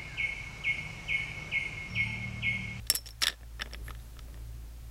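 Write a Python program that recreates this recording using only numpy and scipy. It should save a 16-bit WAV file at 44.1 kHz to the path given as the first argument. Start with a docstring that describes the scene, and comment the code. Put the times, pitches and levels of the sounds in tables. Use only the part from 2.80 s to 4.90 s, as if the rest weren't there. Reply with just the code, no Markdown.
"""A wooden toy engine is lifted, knocked against its wooden track and set on the rails in a carpeted room.
Each impact thumps the track and excites the damped modes of the wooden body, the loose steel axles and
the plastic wheels. Between impacts the wheels chatter and rub, and hand and carpet rustle.
The toy is close by; behind it lie a low hum, a rumble and a soft hiss."""
import sys
import numpy as np
from scipy import signal
from scipy.fft import rfft, irfft
from scipy.io import wavfile
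from scipy.ndimage import uniform_filter1d

SR = 44100
rng = np.random.default_rng(int(sys.argv[2]) if len(sys.argv) > 2 else 0)


def wrap_up_sound(samples):
    """Save the sound to the file named by the first command line argument, as 16-bit audio."""
    columns = np.atleast_2d(samples).T
    # keep every value between -1 and 1, then stretch to whole-number steps
    tamed = np.clip(columns, -1, 1)
    steps = np.round(tamed * 32767).astype(np.int16)
    wavfile.write(sys.argv[1], SR, steps)


N = 92610
T = np.arange(N) / SR
RING_T = np.arange(SR // 3) / SR  # time axis of one decay


def undb(db):
    """Amplitude ratio of a level in decibels."""
    return 10 ** (np.asarray(db) / 20)


def unit(x):
    """Normalisation to rms 1."""
    return x / np.sqrt(np.mean(x ** 2))


def unit_onset(x, onset_s=0.003):
    """Normalisation to rms 1 over the onset of a transient."""
    return x / np.sqrt(np.mean(x[:int(onset_s * SR)] ** 2))


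def decay(t60_s):
    """Damping: the amplitude falls exponentially, by 60 dB in t60_s."""
    return np.exp(-np.log(1000) * RING_T / t60_s)


def noise(spectrum, size=N):
    """Spectral shaping of white noise by rows of (frequency_hz, level_db), at rms 1."""
    hz, db = np.array(spectrum).T
    bins_hz = np.fft.rfftfreq(size, 1 / SR)
    gain = undb(np.interp(np.log(bins_hz + 1), np.log(hz), db))
    return unit(irfft(rfft(rng.standard_normal(size)) * gain, size))


def burst(spectrum, t60_s):
    """Broadband transient: shaped noise under an exponential decay."""
    return noise(spectrum, len(RING_T)) * decay(t60_s)


def drift(rate_hz):
    """Slow random fluctuation of rms 1: white noise averaged twice over 1 / rate_hz."""
    width = int(SR / rate_hz)
    return unit(uniform_filter1d(uniform_filter1d(rng.standard_normal(N), width), width))


def envelope(levels):
    """Amplitude envelope, linear in decibels between rows of (time_s, level_db)."""
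    return undb(np.interp(T, *np.array(levels).T))


def swells(spans):
    """Half-sine envelopes, one for each row of (start_s, length_s, level_db)."""
    return sum(undb(db) * np.sin(np.pi * np.clip((T - start_s) / length_s, 0, 1))
               for start_s, length_s, db in spans)


def add(out, start_s, x):
    """Superposition of a sound on the mix from its start time."""
    i = int(start_s * SR)
    out[i:i + len(x)] += x[:N - i]


def ring(modes, detune, t60_share=1, scatter_db=0.5):
    """Modal superposition: damped sines whose weights and pitches vary with the point of contact."""
    out = np.zeros(len(RING_T))
    for hz, db, t60_s in modes:
        level_draw, pitch_draw, polarity = rng.standard_normal(3)
        amplitude = np.sign(polarity) * undb(db + scatter_db * level_draw)
        pitch_hz = hz * (1 + detune * pitch_draw)
        out += amplitude * decay(t60_s * t60_share) * np.sin(2 * np.pi * pitch_hz * RING_T)
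    return unit_onset(out)


def hum(pitch_hz=56.2):
    """Random frequency and amplitude modulation makes a low tone and its octave waver."""
    # course of the hum: time_s, level_db
    levels = [(0.0, -45), (0.05, -45.5), (0.17, -51.5), (0.3, -46), (0.61, -53.5), (0.62, -47.5),
              (1.07, -42.5), (1.41, -46), (1.72, -42), (2.1, -46.5)]
    phase = 2 * np.pi * np.cumsum(pitch_hz * (1 + 0.016 * drift(22))) / SR
    fundamental = undb(-drift(13)) * np.sin(phase)
    octave = undb(-14.5 + 4.9 * drift(13)) * np.sin(2 * phase)
    return np.sqrt(2) * (fundamental + octave) * envelope(levels)


def rumble():
    """Low-frequency noise under a slowly changing envelope."""
    # rumble spectrum: frequency_hz, level_db
    spectrum = [(15, -1), (30, 1), (45, 4), (75, -7), (105, -5), (135, -4), (165, -11.5), (240, -12.5),
                (400, -19), (800, -28.5), (2000, -34.5)]
    # course of the rumble: time_s, level_db
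    levels = [(0, -51), (.25, -59.5), (.58, -61.5), (.76, -53.5), (1.25, -51.5), (1.45, -51.5), (1.6, -52),
              (1.8, -53), (2.1, -52.5)]
    return noise(spectrum) * envelope(levels)


def hiss():
    """Stationary broadband noise, heard as a soft hiss."""
    # hiss spectrum: frequency_hz, level_db
    spectrum = [(290, -41.5), (500, -6.5), (716, 0.5), (803, -3.5), (997, -4.5), (1290, -3), (1390, -4),
                (2260, -5.5), (15500, -13)]
    return undb(-62.5) * noise(spectrum)


def track_thump():
    """Impact response of the wooden track: low noise that is quickly damped."""
    # thump spectrum: frequency_hz, level_db
    spectrum = [(80, -29.5), (170, -5.5), (240, 3.5), (330, -5), (550, 1.5), (800, -7), (1200, -12),
                (3000, -49)]
    return burst(spectrum, t60_s=0.041)


def axle_ring(start_s):
    """Free vibration of the steel axles: loose while lifted, damped once the wheels bear on the track."""
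    # axle modes: pitch_hz, level_db, undamped_by_track_t60_s
    modes = [(5410, -1, 0.057), (5410, -5, 0.02), (5517, -10, 0.033), (5394, -22.5, 0.24),
             (7890, -13.5, 0.025), (11850, -43, 0.086)]
    # freedom of the axles to ring: time_s, t60_share
    freedom = [(.1, 0.93), (.3, 0.85), (.43, 0.3), (.5, 0.24), (.81, 0.34), (.93, 0.39), (1.1, .2)]
    return ring(modes, detune=0.0024, t60_share=np.interp(start_s, *np.array(freedom).T))


def contact_hardness(rows, tilt_db_per_octave, pivot_hz=1800, soft_limit_hz=3850, soft_cut_db=25):
    """Hardness sets bandwidth: a hard contact lifts the treble, a soft one barely excites it."""
    tilted = []
    for hz, db, *rest in rows:
        db += tilt_db_per_octave * max(np.log2(hz / pivot_hz), 0)
        if tilt_db_per_octave < 0 and hz > soft_limit_hz:
            db -= soft_cut_db
        tilted.append((hz, db, *rest))
    return tilted


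def contact_point(modes, favoured_hz, lift_db=10.5, width_octaves=0.094):
    """Selective excitation: the point of contact drives the modes near favoured_hz best."""
    return [(hz, db + lift_db * np.exp(-0.5 * (np.log2(hz / favoured_hz) / width_octaves) ** 2), t60_s)
            for hz, db, t60_s in modes]


def body_clack(tilt_db_per_octave, favoured_hz, cutoff_hz=890):
    """Modes and contact noise of the wooden body, too small to radiate well below cutoff_hz."""
    # body modes: pitch_hz, level_db, t60_s
    modes = [(1290, -2.5, 0.02), (1726, 1.5, 0.022), (1789, 0.5, 0.019), (1990, 2.5, 0.013),
             (2335, 0, 0.012), (2725, -7.5, 0.006), (2950, -5.5, 0.02), (3480, -2, 0.013),
             (3634, -5.5, 0.019), (4065, -8.5, 0.029), (4690, -5, 0.026), (5000, -9.5, .015),
             (5790, -9, 0.03), (6930, -11.5, .014)]
    # contact noise of wood: frequency_hz, level_db
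    spectrum = [(300, -6), (1000, -21), (1450, -13.5), (1900, 0), (3500, 4.5), (5500, -22.5), (7500, -20),
                (12000, -48)]
    crack = unit_onset(burst(contact_hardness(spectrum, tilt_db_per_octave), t60_s=0.015))
    driven_modes = contact_point(contact_hardness(modes, tilt_db_per_octave), favoured_hz)
    clack = ring(driven_modes, detune=0.017) + undb(-2) * crack
    radiation = signal.butter(3, cutoff_hz, "high", fs=SR, output="sos")
    return unit_onset(signal.sosfilt(radiation, clack))


def wheel_click():
    """A plastic wheel strikes its axle head; its high, heavily damped modes give a sharp click."""
    # wheel modes: pitch_hz, level_db, t60_s
    modes = [(7950, -6, 0.02), (8450, -5.5, 0.0066), (9930, -6, 0.016), (10630, -0.5, 0.0086),
             (11286, -4, 0.022), (11400, -12, 0.024), (11870, 0, 0.0059), (13910, -12, 0.018)]
    # contact noise of plastic: frequency_hz, level_db
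    spectrum = [(2000, -14), (5000, -8.5), (7000, -1.5), (10500, 0.5), (13000, -5), (14500, -11),
                (16000, -15)]
    crack = unit_onset(burst(spectrum, t60_s=0.0082))
    return unit_onset(ring(modes, detune=0.017) + undb(-3) * crack)


def impacts():
    """Impulsive excitation: each blow sets track, axles, body and wheels vibrating together."""
    # blows: start_s, thump_db, body_db, tilt_db_per_octave, axle_db, wheel_db, favoured_hz
    blows = [ (0.0686, -73, -49, 5, -67, -62, 3500), (0.0714, -64, -46.5, 5.5, -62, -61, 3500),
             (0.1, -42.5, -26.5, 4.5, -20.5, -17, 1856), (.1030, -46, -32, -1, -47.5, -33, 3500),
             (0.1103, -57, -40, 15, -31, -35, 2300), (0.116, -46, -51, 9, -28.5, -47, 1850),
             (.1374, -42.5, -53, -7.5, -56, -46, 1300), (.1393, -42.5, -43, 9, -60, -55, 2300),
             (0.1462, -68, -45, 8, -42, -48, 4100), (0.1486, -66, -52, 11, -34, -36, 4100),
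             (0.152, -71, -37.5, -7, -54, -24, 1850), (0.1559, -65, -40.5, 12, -36, -30, 4170),
             (0.1597, -70, -39, 20, -32.5, -30.5, 4100), (0.1684, -73, -41, 19, -34.5, -53, 4070),
             (.1865, -52, -55, 2, -51, -54, 2000), (.2590, -56, -49.5, 0, -43, -55, 2850),
             (0.2659, -55.5, -44.5, 13, -48, -63, 5780), (0.2735, -58, -43.5, 14, -51, -54, 6900),
             (0.2883, -57.5, -44.5, 10, -64, -50.5, 4200), (.3067, -76, -58, 2, -45.5, -57, 5200),
             (0.3295, -72, -65, -9, -81, -72, 1700), (.4097, -62, -50, 15, -60, -59, 6670),
             (0.4146, -65, -58, 15, -66, -45, 2000), (0.4193, -50, -26.5, 7.5, -53, -39.5, 1300),
             (0.423, -44, -33, -1, -27, -34, 3500), (.4260, -53, -33, -8, -25, -34, 1300),
             (0.431, -58, -37, -15, -33.5, -39, 3000), (0.4344, -39, -20.5, 11, -25, -37, 3580),
             (0.4391, -44, -27, 0, -52, -40, 2300), (.4430, -41.5, -34, 0, -41, -52, 2000),
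             (0.4569, -46.5, -33.5, 4, -53, -44, 1750), (0.4695, -44.5, -19, 3.5, -28.5, -31, 3500),
             (0.481, -62, -27, -3, -54, -50, 1750), (0.4819, -53, -24.5, 6.5, -30, -33, 1790),
             (0.4939, -41, -39, -3, -66, -60, 1750), (0.4986, -45.5, -34.5, 3, -55, -62, 3500),
             (.5016, -54, -39.5, 4, -49.5, -56.5, 3500), (0.5256, -49.5, -45, 1, -69, -69, 3660),
             (0.539, -60, -51.5, -15, -75, -78, 1780), (.6100, -55, -60, -21, -94, -76, 1760),
             (0.6322, -55, -53.5, -16, -82, -74, 1750), (0.796, -48, -40, -18, -52.5, -66, 1850),
             (0.8008, -47, -55, -3, -67, -72, 1300), (0.81, -51, -33, -1, -53, -50, 3000),
             (0.8188, -42, -28, -2.5, -39, -49, 3400), (.8214, -42, -34.5, -6, -34.5, -55, 1800),
             (.8584, -48, -45, -11, -69.5, -63, 2300), (.8740, -47, -73, 2, -76, -76, 1300),
             (0.91, -62, -55, -1, -77, -68, 1800), (.9264, -49.5, -51, -1, -74, -63, 3000),
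             (0.9343, -47, -42.5, 5, -40, -59, 4950), (0.9459, -49, -37, -1.5, -59, -68, 1770),
             (1.0812, -48.5, -40, -24, -65, -68, 1830), (1.0948, -47, -52, -8, -64, -66, 1300),
             (1.1063, -50, -39.5, -9, -59, -59, 1300), (1.1498, -66, -49, -1, -72, -72, 2130),
             (1.368, -59, -53, -17, -80, -72, 1340), (1.3914, -56.5, -44.5, 0.5, -51.5, -60, 1290),
             (1.4834, -50.5, -63, -6, -76, -74, 1280), (1.5429, -49, -52, 1, -71, -72, 2080),
             (1.5750, -55, -60, -4, -78, -76, 2120)]
    out = np.zeros(N)
    for start_s, thump_db, body_db, tilt_db_per_octave, axle_db, wheel_db, favoured_hz in blows:
        add(out, start_s, undb(thump_db) * track_thump())
        add(out, start_s, undb(axle_db) * axle_ring(start_s))
        add(out, start_s, undb(body_db) * body_clack(tilt_db_per_octave, favoured_hz))
        add(out, start_s, undb(wheel_db) * wheel_click())
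    return out


def wheel_chatter(taps_per_s=780, spread_db=8.5):
    """Loose wheels bounce on the body: a Poisson train of taps convolved with its impulse response."""
    # runs of taps: start_s, length_s, level_db
    runs = [(0.098, 0.029, -51), (0.138, 0.052, -60), (0.419, 0.03, -38.5), (0.45, .065, -46.5),
            (0.508, 0.029, -64), (0.808, 0.066, -71), (1.072, 0.045, -57.5), (1.188, 0.033, -66)]
    out = np.zeros(N)
    for start_s, length_s, db in runs:
        size = int(length_s * SR)
        contacts = rng.random(N) < taps_per_s / SR
        taps = contacts * undb(spread_db * rng.standard_normal(N))
        response = body_clack(tilt_db_per_octave=0.5, favoured_hz=3340)
        run = signal.fftconvolve(np.r_[1, taps[:size]], response)  # a tap opens every run
        add(out, start_s, undb(db) * unit_onset(run, length_s))
    return out


def hand_rustle():
    """Friction of hand and carpet gives dull, patchy noise as the toy is gripped and shifted."""
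    # hand movements: start_s, length_s, level_db
    movements = [(.11, 0.073, -63), (.47, 0.072, -54.5), (.83, 0.083, -60), (.96, 0.089, -57.5),
                 (1.07, 0.077, -56.5), (1.45, 0.23, -60.5)]
    # rustle spectrum: frequency_hz, level_db
    spectrum = [(80, 9), (180, 0.5), (300, 5.5), (550, 1), (800, -11), (1500, -15), (4000, -29)]
    return swells(movements) * undb(2.6 * drift(66)) * noise(spectrum)


def wheel_rub():
    """Sliding friction of a wheel turning on its axle gives a thin, uneven hiss."""
    # spells of turning: start_s, length_s, level_db
    turns = [(0.25, .07, -62), (0.898, 0.1, -64), (1.024, .1, -56), (1.187, 0.097, -66)]
    # friction spectrum: frequency_hz, level_db
    spectrum = [(2000, -12), (5500, -18), (8000, -17), (10600, -11), (11350, 3), (12000, -17), (14300, -13),
                (16000, -27)]
    return swells(turns) * undb(2.1 * drift(150)) * noise(spectrum)


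def reverberation(direct, level_db=-20.5, delay_s=0.0058):
    """Convolution with the short, diffuse impulse response of a carpeted room."""
    # spectrum of the reflections: frequency_hz, level_db
    spectrum = [(100, 3.5), (500, 7.5), (1500, -7.5), (4000, -2), (9000, -3.5), (16000, -7.5)]
    tail = burst(spectrum, t60_s=0.18) * (RING_T > delay_s)
    return undb(level_db) * signal.fftconvolve(direct, tail / np.linalg.norm(tail))[:N]


def scene():
    """Superposition of the toy's direct sound, its reverberation and the background, in one channel."""
    toy = impacts() + wheel_chatter() + wheel_rub() + hand_rustle()
    return (toy + reverberation(toy) + hum() + rumble() + hiss())[None]


def record(dry):
    """Band limiting: a steep elliptic low-pass removes the highest treble."""
    cutoff_hz = 15800
    return signal.sosfilt(signal.ellip(10, 0.2, 70, cutoff_hz, fs=SR, output="sos"), dry)


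dry = scene()
out = record(dry)
wrap_up_sound(out)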